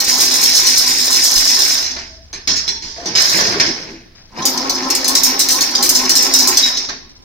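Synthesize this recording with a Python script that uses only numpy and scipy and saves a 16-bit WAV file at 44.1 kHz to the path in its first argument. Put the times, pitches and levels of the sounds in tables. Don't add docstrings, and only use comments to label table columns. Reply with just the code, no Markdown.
import sys
import numpy as np
from scipy import signal
from scipy.fft import rfft, irfft
from scipy.io import wavfile
from scipy.ndimage import uniform_filter1d

SR = 44100
rng = np.random.default_rng(int(sys.argv[2]) if len(sys.argv) > 2 else 0)


def unload_audio(sound):
    columns = np.transpose(np.atleast_2d(sound))
    steps = np.round(np.clip(columns, -1, 1) * 32767)
    wavfile.write(sys.argv[1], SR, steps.astype(np.int16))


N = 319284
TIME = np.arange(N) / SR


def amp(db):
    return 10 ** (np.asarray(db) / 20)


def unit(x):
    return x / np.sqrt(np.mean(x ** 2) + 1e-20)


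def at_hz(table, hz):
    table_hz, value = np.transpose(table)
    return np.interp(np.log(hz + 1), np.log(table_hz + 1), value)


def envelope(rows, column):
    rows = np.asarray(rows)
    return amp(np.interp(TIME, rows[:, 0], rows[:, column], left=-120, right=-120))


def add(mix, start_s, sound):
    part = mix[max(round(start_s * SR), 0):][:len(sound)]
    part += sound[:len(part)]


def wander(hz):
    bin_hz = np.fft.rfftfreq(N, 1 / SR)
    return unit(irfft(rfft(rng.standard_normal(N)) / (1 + (bin_hz / hz) ** 4), N))


def convolve(x, response):
    return signal.fftconvolve(np.atleast_2d(x), np.atleast_2d(response), axes=1)[:, :N]


def minimum_phase(log_gain):
    return np.exp(np.conj(signal.hilbert(log_gain)))


def colour(x, spectrum, size=4096):
    gain = amp(np.maximum(at_hz(spectrum, abs(np.fft.fftfreq(size, 1 / SR))), -90))
    response = np.fft.ifft(minimum_phase(np.log(gain))).real[:size // 2]
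    return convolve(x, response / np.linalg.norm(response))


def contacts(per_s, spread_db):
    force = amp(spread_db * np.minimum(rng.exponential(1, N), 3)) * rng.choice([-1, 1], N)
    return unit(force * (rng.random(N) < per_s / SR))


def chatter(decay_s, per_s, size=9000):
    t = np.arange(size) / SR
    hits = rng.standard_normal(size) * (rng.random(size) < per_s / SR)
    hits[0] = 2
    hits *= np.exp(-t / max(decay_s, .002))
    return hits / np.sqrt(np.mean(hits[:SR // 40] ** 2))


def panned(x, left_db):
    return x * amp(np.outer([.5, -.5], left_db * np.ones(N)))


# freq_hz, correlation
COHERENCE = [(30, 0.89), (120, 0.91), (300, 0.99), (550, 0.79), (1000, 0.14), (2000, 0.023), (4000, 0.023),
             (16000, 0.026)]


def share_bass(x):
    bin_hz = np.fft.rfftfreq(x.shape[1], 1 / SR)
    angle = np.arccos(np.clip(at_hz(COHERENCE, bin_hz), -1, 1)) / 2
    mid, side = rfft(x) * np.array([np.cos(angle), np.sin(angle)])
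    return irfft(np.array([mid + side, mid - side]), x.shape[1])


# freq_hz, t60_s
HALL_DECAY = [(100, 1), (300, 0.55), (800, 0.37), (2000, 0.54), (5000, 0.52), (8000, 0.23), (15000, 0.34)]


def reflections(near_db, near_s, hall_db):
    t = np.arange(SR) / SR
    near = unit(rng.standard_normal((2, SR)) * np.exp(-t / near_s))
    diffuse = rng.standard_normal((2, SR)) * (1 - np.exp(-t / .002))
    hz, age_s, bands = signal.stft(diffuse, SR, nperseg=256)
    bands *= amp(-60 * age_s / at_hz(HALL_DECAY, hz)[:, None])
    hall = unit(signal.istft(bands, SR, nperseg=256)[1][:, :SR])
    response = share_bass(amp(near_db) * near + amp(hall_db) * hall) / np.sqrt(SR)
    response[:, 0] += 1
    spectrum = np.fft.fft(response)
    power = uniform_filter1d(abs(spectrum) ** 2, size=70, axis=1, mode="wrap")
    return np.fft.ifft(spectrum * minimum_phase(-np.log(power) / 2)).real


def workshop(x, near_db, near_s, hall_db):
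    place = 2 * wander(hz=3.12)
    shares = np.cos(place), np.sin(place)
    return sum(convolve(x * share, reflections(near_db, near_s, hall_db)) for share in shares)


# freq_hz, density_db
SHOP_SPECTRUM = [(12, -31.5), (20, -6), (56, -16), (113, -20), (642, -37), (1120, -44), (1860, -36),
                 (3340, -40), (5380, -38.5), (6910, -64), (8180, -58.5), (9140, -52.5), (12100, -59),
                 (16000, -52)]


def shop_rumble(level_db=-46.5):
    return amp(level_db) * share_bass(colour(rng.standard_normal((2, N)), SHOP_SPECTRUM))


def damped_tones(rows, rise_s):
    out, t = np.zeros(N), np.arange(SR) / SR
    attack = 1 - np.exp(-(t / rise_s) ** 2)
    for start_s, hz, db, t60_s in rows:
        add(out, start_s, amp(db - 60 * t / t60_s) * attack * np.sin(2 * np.pi * hz * t))
    return out


# start_s, pitch_hz, level_db, t60_s
BUMPS = [(.775, 35.4, -30, 0.3), (1.36, 31, -23, 0.33)]


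def bumps():
    return damped_tones(BUMPS, rise_s=.0065)


# start_s, end_s, pitch_hz, level_db, waver_share
WHINES = [(1.68, 3.2, 65, -46, .08), (1.65, 2.28, 660, -51, .025), (2.62, 3.02, 910, -49, .013),
          (2.975, 3.055, 700, -26, .035), (3.5, 3.59, 370, -25, .09), (3.6, 3.72, 305, -27, .09),
          (3.85, 3.98, 315, -40, .07)]


def whines():
    out = np.zeros(N)
    for start_s, end_s, hz, db, waver in WHINES:
        phase = 2 * np.pi * np.cumsum(hz * (1 + waver * wander(hz=50))) / SR
        tone = unit(np.sin(phase[:round((end_s - start_s) * SR)]))
        add(out, start_s, amp(db) * tone * signal.windows.tukey(len(tone), .3))
    return out


# start_s, pitch_hz, level_db, t60_s
SQUEALS = [(6.622, 3835, -2, 0.2), (6.66, 3828, -31, .9), (6.675, 4520, -35, 0.33)]


def squeal():
    return damped_tones(SQUEALS, rise_s=.012)


# time_s, tooth_hz, level_db
FIRST_RUN = [(0, 263.6, -28.5), (.8, 258, -34.5), (1.6, 265.2, -35), (1.85, 251.2, -40.5),
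             (2.0, 227.8, -43), (2.2, 188, -73)]
SECOND_RUN = [(4.3, 201, -46), (4.38, 250, -28.5), (4.5, 262.5, -24.5), (5.5, 265.1, -28.5),
              (6.5, 261.7, -26), (6.68, 257.5, -39), (6.85, 239.5, -36), (7.0, 187.7, -74)]
# harmonic, level_db, swing_db
TOOTH_TONES = [(1, 0, 2.5), (2, -10, 2), (3, -5, 5), (4, -2, 9), (5, -9, 5)]
# freq_hz, density_db
GROWL_SPECTRUM = [(90, -37.5), (170, -15.5), (225, -8.5), (262, 3.5), (310, -5), (372, -3), (450, -13.5),
                  (535, -6), (620, -10), (800, -6), (920, -4.5), (1050, -5.5), (1170, -12.5), (1320, -10),
                  (2400, -47)]
BOOM_SPECTRUM = [(200, -35.5), (320, -23.5), (368, -4.5), (425, -17.5), (700, -48.5)]
TURN_S = .2305


def gears(run, peak_s, tone_db=-2, growl_db=-2, boom_db=-8, growl_swing_db=2, boom_swing_db=6):
    time_s, tooth_hz, _ = np.transpose(run)
    drive = envelope(run, column=2)
    turn = 2 * np.pi * (TIME - peak_s) / TURN_S
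    load = np.cos(turn)
    speed = 1 + .035 * np.sin(turn + .3) + .018 * wander(hz=70)
    phase = 2 * np.pi * np.cumsum(np.interp(TIME, time_s, tooth_hz) * speed) / SR
    tones = sum(amp(db + swing_db * load) * np.sin(harmonic * phase) * (1 + .35 * wander(hz=60))
                for harmonic, db, swing_db in TOOTH_TONES)
    knocks = contacts(per_s=1800, spread_db=3) * (1 + .97 * np.cos(phase))
    growl = colour(unit(knocks * amp(growl_swing_db * load)) * drive, GROWL_SPECTRUM)
    shoves = contacts(per_s=900, spread_db=1)
    boom = colour(unit(shoves * amp(boom_swing_db * load)) * drive, BOOM_SPECTRUM)
    return amp(tone_db) * unit(tones) * drive + amp(growl_db) * growl + amp(boom_db) * boom


# time_s, scrape_db, shake_db
MESH_PULL = [(2.96, -37.5, -36), (3.13, -35, -31), (3.18, -19.5, -36), (3.3, -26.5, -33), (3.37, -19, -23),
             (3.55, -27.5, -23.5), (3.72, -33.5, -35), (3.87, -38.5, -38), (4.2, -65, -91)]


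def dragging(tug_start_s=3.16, tug_end_s=3.37, rise_s=.0055, fade_db_per_s=136):
    tug = np.clip((TIME - tug_start_s) / rise_s, 0, 1)
    tug *= amp(-fade_db_per_s * np.maximum(TIME - tug_end_s, 0))
    slide = envelope(MESH_PULL, column=1)
    ring = amp(-15) * tug + amp(2) * slide
    tick = amp(-24.5) * tug + amp(-22) * slide
    return np.array([ring, tick, slide])


# start_s, clang_db, thud_db, wire_ring_db, wire_decay_s
CLANKS = [(1.9629, -17, -37, -21, 0.021), (2.329, -20.5, -34, -11, .02), (2.4742, -11.5, -23, 2.5, 0.042),
          (2.678, -18.5, -32.5, 0.5, 0.018), (2.8216, -28.5, -33, -13, 0.11),
          (3.0576, -19.5, -21, -5, 0.035), (3.1517, -15, -31, 4, 0.059), (3.3447, -25, -22.5, -11, 0.033),
          (3.5237, -10.5, -37, -24, 0.021), (3.599, -4, -26.5, 5.5, 0.019),
          (3.6809, -23.5, -24, -10, 0.028), (3.869, -33, -31, -34, .03), (4.3847, -20.5, -19.5, -34, .02),
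          (6.8882, -13.5, -30, -10.5, 0.014)]
# freq_hz, density_db
BED_SPECTRUM = [(260, -14), (450, -13), (574, -12), (643, -5), (733, -10), (799, -10.5), (926, -11),
                (1040, -6), (1230, -6.5), (1790, 0.5), (2450, -2), (2970, -8), (3600, -10), (4680, -2),
                (7920, -120)]
THUD_SPECTRUM = [(40, -31), (100, -9.5), (170, 2), (290, 0), (390, 6), (520, -16.5), (1000, -4.5),
                 (2000, -54.5)]
SHAKE_SPECTRUM = [(47, -30.5), (80, -14), (150, -4.5), (221, -8), (295, -3), (369, -4), (555, -5.5),
                  (631, -7.5), (692, -7), (796, -12), (927, -10), (1030, -10), (1300, -22), (1690, -54),
                  (2860, -120)]


def bed_and_frame(scrape_gain, thud_trim_db=-2, clang_trim_db=-10, scrape_trim_db=2, shake_trim_db=-2):
    thuds, bed_force = np.zeros(N), np.zeros(N)
    for start_s, clang_db, thud_db, _, wire_decay_s in CLANKS:
        add(thuds, start_s, amp(thud_db + thud_trim_db) * chatter(decay_s=.017, per_s=1500))
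        clang = chatter(decay_s=2.5 * wire_decay_s, per_s=3000, size=16000)
        add(bed_force, start_s, amp(clang_db + clang_trim_db) * clang)
    bed_force += contacts(per_s=1100, spread_db=5) * scrape_gain * amp(scrape_trim_db)
    shaking = contacts(per_s=450, spread_db=2.5) * envelope(MESH_PULL, column=2) * amp(shake_trim_db)
    bed = workshop(colour(bed_force, BED_SPECTRUM), near_db=14.5, near_s=.0053, hall_db=2)
    frame = colour(thuds, THUD_SPECTRUM) + colour(shaking, SHAKE_SPECTRUM)
    return bed + workshop(frame, near_db=1.5, near_s=.0056, hall_db=2)


def winding(run, ring_db, tick_db, scrape_db, growth_db_per_s, full_speed_hz=258):
    time_s, tooth_hz, _ = np.transpose(run)
    slowing_hz = np.maximum(full_speed_hz - np.interp(TIME, time_s, tooth_hz, left=0, right=0), 0)
    growth_db = growth_db_per_s * (np.clip(TIME, time_s[0], time_s[-1]) - time_s[0])
    return amp([ring_db + .92 * growth_db - .55 * slowing_hz,
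                tick_db + 2.07 * growth_db - 3 * slowing_hz,
                scrape_db + .39 * growth_db - .65 * slowing_hz])


def clink(low_hz, high_hz, t60_s, modes=110, size=4096):
    mode_hz = low_hz + (high_hz - low_hz) * (np.arange(modes) + rng.random(modes)) / modes
    bins = np.clip(mode_hz * size / SR, 1, size // 2).astype(int)
    spectrum = np.bincount(bins, rng.standard_normal(modes), size // 2 + 1)
    sound = irfft(spectrum, size) * amp(-60 * np.arange(size) / SR / t60_s)
    sound[0] += np.linalg.norm(sound)
    return sound / np.linalg.norm(sound)


def jingle(blows, rattle, low_hz, high_hz, t60_s, spans=12):
    out = np.zeros(N)
    for start_s, force in blows:
        add(out, start_s, signal.fftconvolve(force, clink(low_hz, high_hz, t60_s)))
    active_span = np.repeat(rng.integers(0, spans, N // 1024 + 1), 1024)[:N]
    for span in range(spans):
        out += signal.oaconvolve(rattle * (active_span == span), clink(low_hz, high_hz, t60_s))[:N]
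    return out


# start_s, ring_db, tick_db, decay_s
SLAPS = [(0.0024, -1, -18, .015), (0.2054, 0.5, -14.5, 0.042), (0.4364, -10, -13, 0.01),
         (0.549, 0, -15, 0.058), (0.668, 0, -15, .025), (0.7773, -12, -13.5, 0.028),
         (1.2389, -10, -14.5, 0.027), (2.562, -2, -38, 0.028), (3.2949, -1, -22, .025),
         (3.3782, -1.5, -45, .036), (3.4694, -3, -45, 0.016), (3.663, -4, -45, .01),
         (4.422, -8.5, -49, .008), (4.4536, 1.5, -12, 0.029), (4.5745, -4.5, -31, 0.0067),
         (4.6957, -2, -22.5, 0.016), (4.9023, 1.5, -19.5, .014), (4.9507, -.5, -17, 0.015),
         (5.044, -1.5, -24, .02), (5.0796, -.5, -14, 0.023), (5.1519, 4, -13.5, .018),
         (5.2333, 3, -8.5, 0.031), (5.3932, 2.5, -10, 0.024), (5.487, 2.5, -12, 0.057),
         (5.6079, 3.5, -14.5, .022), (5.7513, 2.5, -29, 0.012), (5.8261, 2, -12, 0.03),
         (5.892, 1, -8, .019), (5.9499, 2, -15, 0.039), (6.0938, 3.5, -13.5, 0.02),
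         (6.154, 5, -13.5, 0.047), (6.2238, -3, -14, 0.026), (6.3379, 5, -11.5, 0.031),
         (6.3882, 1.5, -15.5, 0.035), (6.4732, -0.5, -10.5, 0.028), (6.5711, 6.5, -16.5, 0.021),
         (6.771, -1.5, -36.5, 0.017)]


def wire_blows(beat_count=15, first_beat_s=.086, beat_ring_db=-1, beat_tick_db=-20.5, beat_decay_s=.088):
    scatter = rng.standard_normal((beat_count, 2)) * [.005, 1.5]
    beats = [(first_beat_s + k * TURN_S / 2 + late_s,
              beat_ring_db + force_db, beat_tick_db + force_db, beat_decay_s)
             for k, (late_s, force_db) in enumerate(scatter)]
    jolts = [(start_s, ring_db, ring_db - 39, decay_s) for start_s, _, _, ring_db, decay_s in CLANKS]
    return beats + list(SLAPS) + jolts


# freq_hz, density_db
RING_SPECTRUM = [(1700, -30), (3000, -19), (3900, -8), (4700, -3), (5350, 1.5), (6000, -3), (6700, -11),
                 (7500, -26.5), (11000, -32.5), (16000, -89.5)]
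TICK_SPECTRUM = [(3530, -25.5), (6000, -3.5), (7110, -1), (7630, -8), (8540, -7), (10200, -14.5),
                 (13000, -11.5), (14200, -7), (15300, -16), (16200, -23.5)]
# time_s, left_minus_right_db
WIRE_PAN = [(0, -1.7), (1.6, -1.8), (2.4, -3.6), (3.6, -2.8), (4.4, 0), (6.4, -.5), (7, -2.3)]


def wire(ring_gain, tick_gain, ring_trim_db=-16, loose_trim_db=-6, tick_trim_db=-1):
    jostle = amp(wander(hz=35))
    loose = contacts(per_s=380, spread_db=3.5) * jostle * ring_gain * amp(loose_trim_db)
    sharp = contacts(per_s=170, spread_db=3.5) * jostle * tick_gain * amp(tick_trim_db)
    blows = wire_blows()
    soft = [(start_s, amp(ring_db + ring_trim_db) * chatter(decay_s, per_s=1800))
            for start_s, ring_db, _, decay_s in blows]
    hard = [(start_s, amp(tick_db + tick_trim_db) * chatter(.75 * decay_s, per_s=1400))
            for start_s, _, tick_db, decay_s in blows]
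    ring = jingle(soft, loose, low_hz=2500, high_hz=8200, t60_s=.031)
    tick = jingle(hard, sharp, low_hz=4000, high_hz=16300, t60_s=.055)
    sound = workshop(colour(ring, RING_SPECTRUM), near_db=9, near_s=.004, hall_db=3)
    sound += workshop(colour(tick, TICK_SPECTRUM), near_db=9, near_s=.0025, hall_db=1)
    return panned(sound, np.interp(TIME, *np.transpose(WIRE_PAN)))


def scene():
    drive = gears(FIRST_RUN, peak_s=.19) + gears(SECOND_RUN, peak_s=4.65)
    first = winding(FIRST_RUN, ring_db=-13, tick_db=-23, scrape_db=-27, growth_db_per_s=.3)
    second = winding(SECOND_RUN, ring_db=-25.5, tick_db=-47, scrape_db=-31, growth_db_per_s=4)
    ring_gain, tick_gain, scrape_gain = first + dragging() + second
    tones = workshop(whines() + squeal(), near_db=-15, near_s=.004, hall_db=-11)
    background = shop_rumble() + bumps() + panned(tones, left_db=1.5)
    gearbox = workshop(drive, near_db=4, near_s=.004, hall_db=-2.5)
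    return background + gearbox + wire(ring_gain, tick_gain) + bed_and_frame(scrape_gain)


def record(dry, cutoff_hz=16150):
    limited = dry / (1 + dry ** 8) ** (1 / 8)
    lowpass = signal.firwin(401, cutoff_hz, window=("kaiser", 8), fs=SR)
    return signal.oaconvolve(limited, lowpass[None], "same")


dry = scene()
out = record(dry)
unload_audio(out)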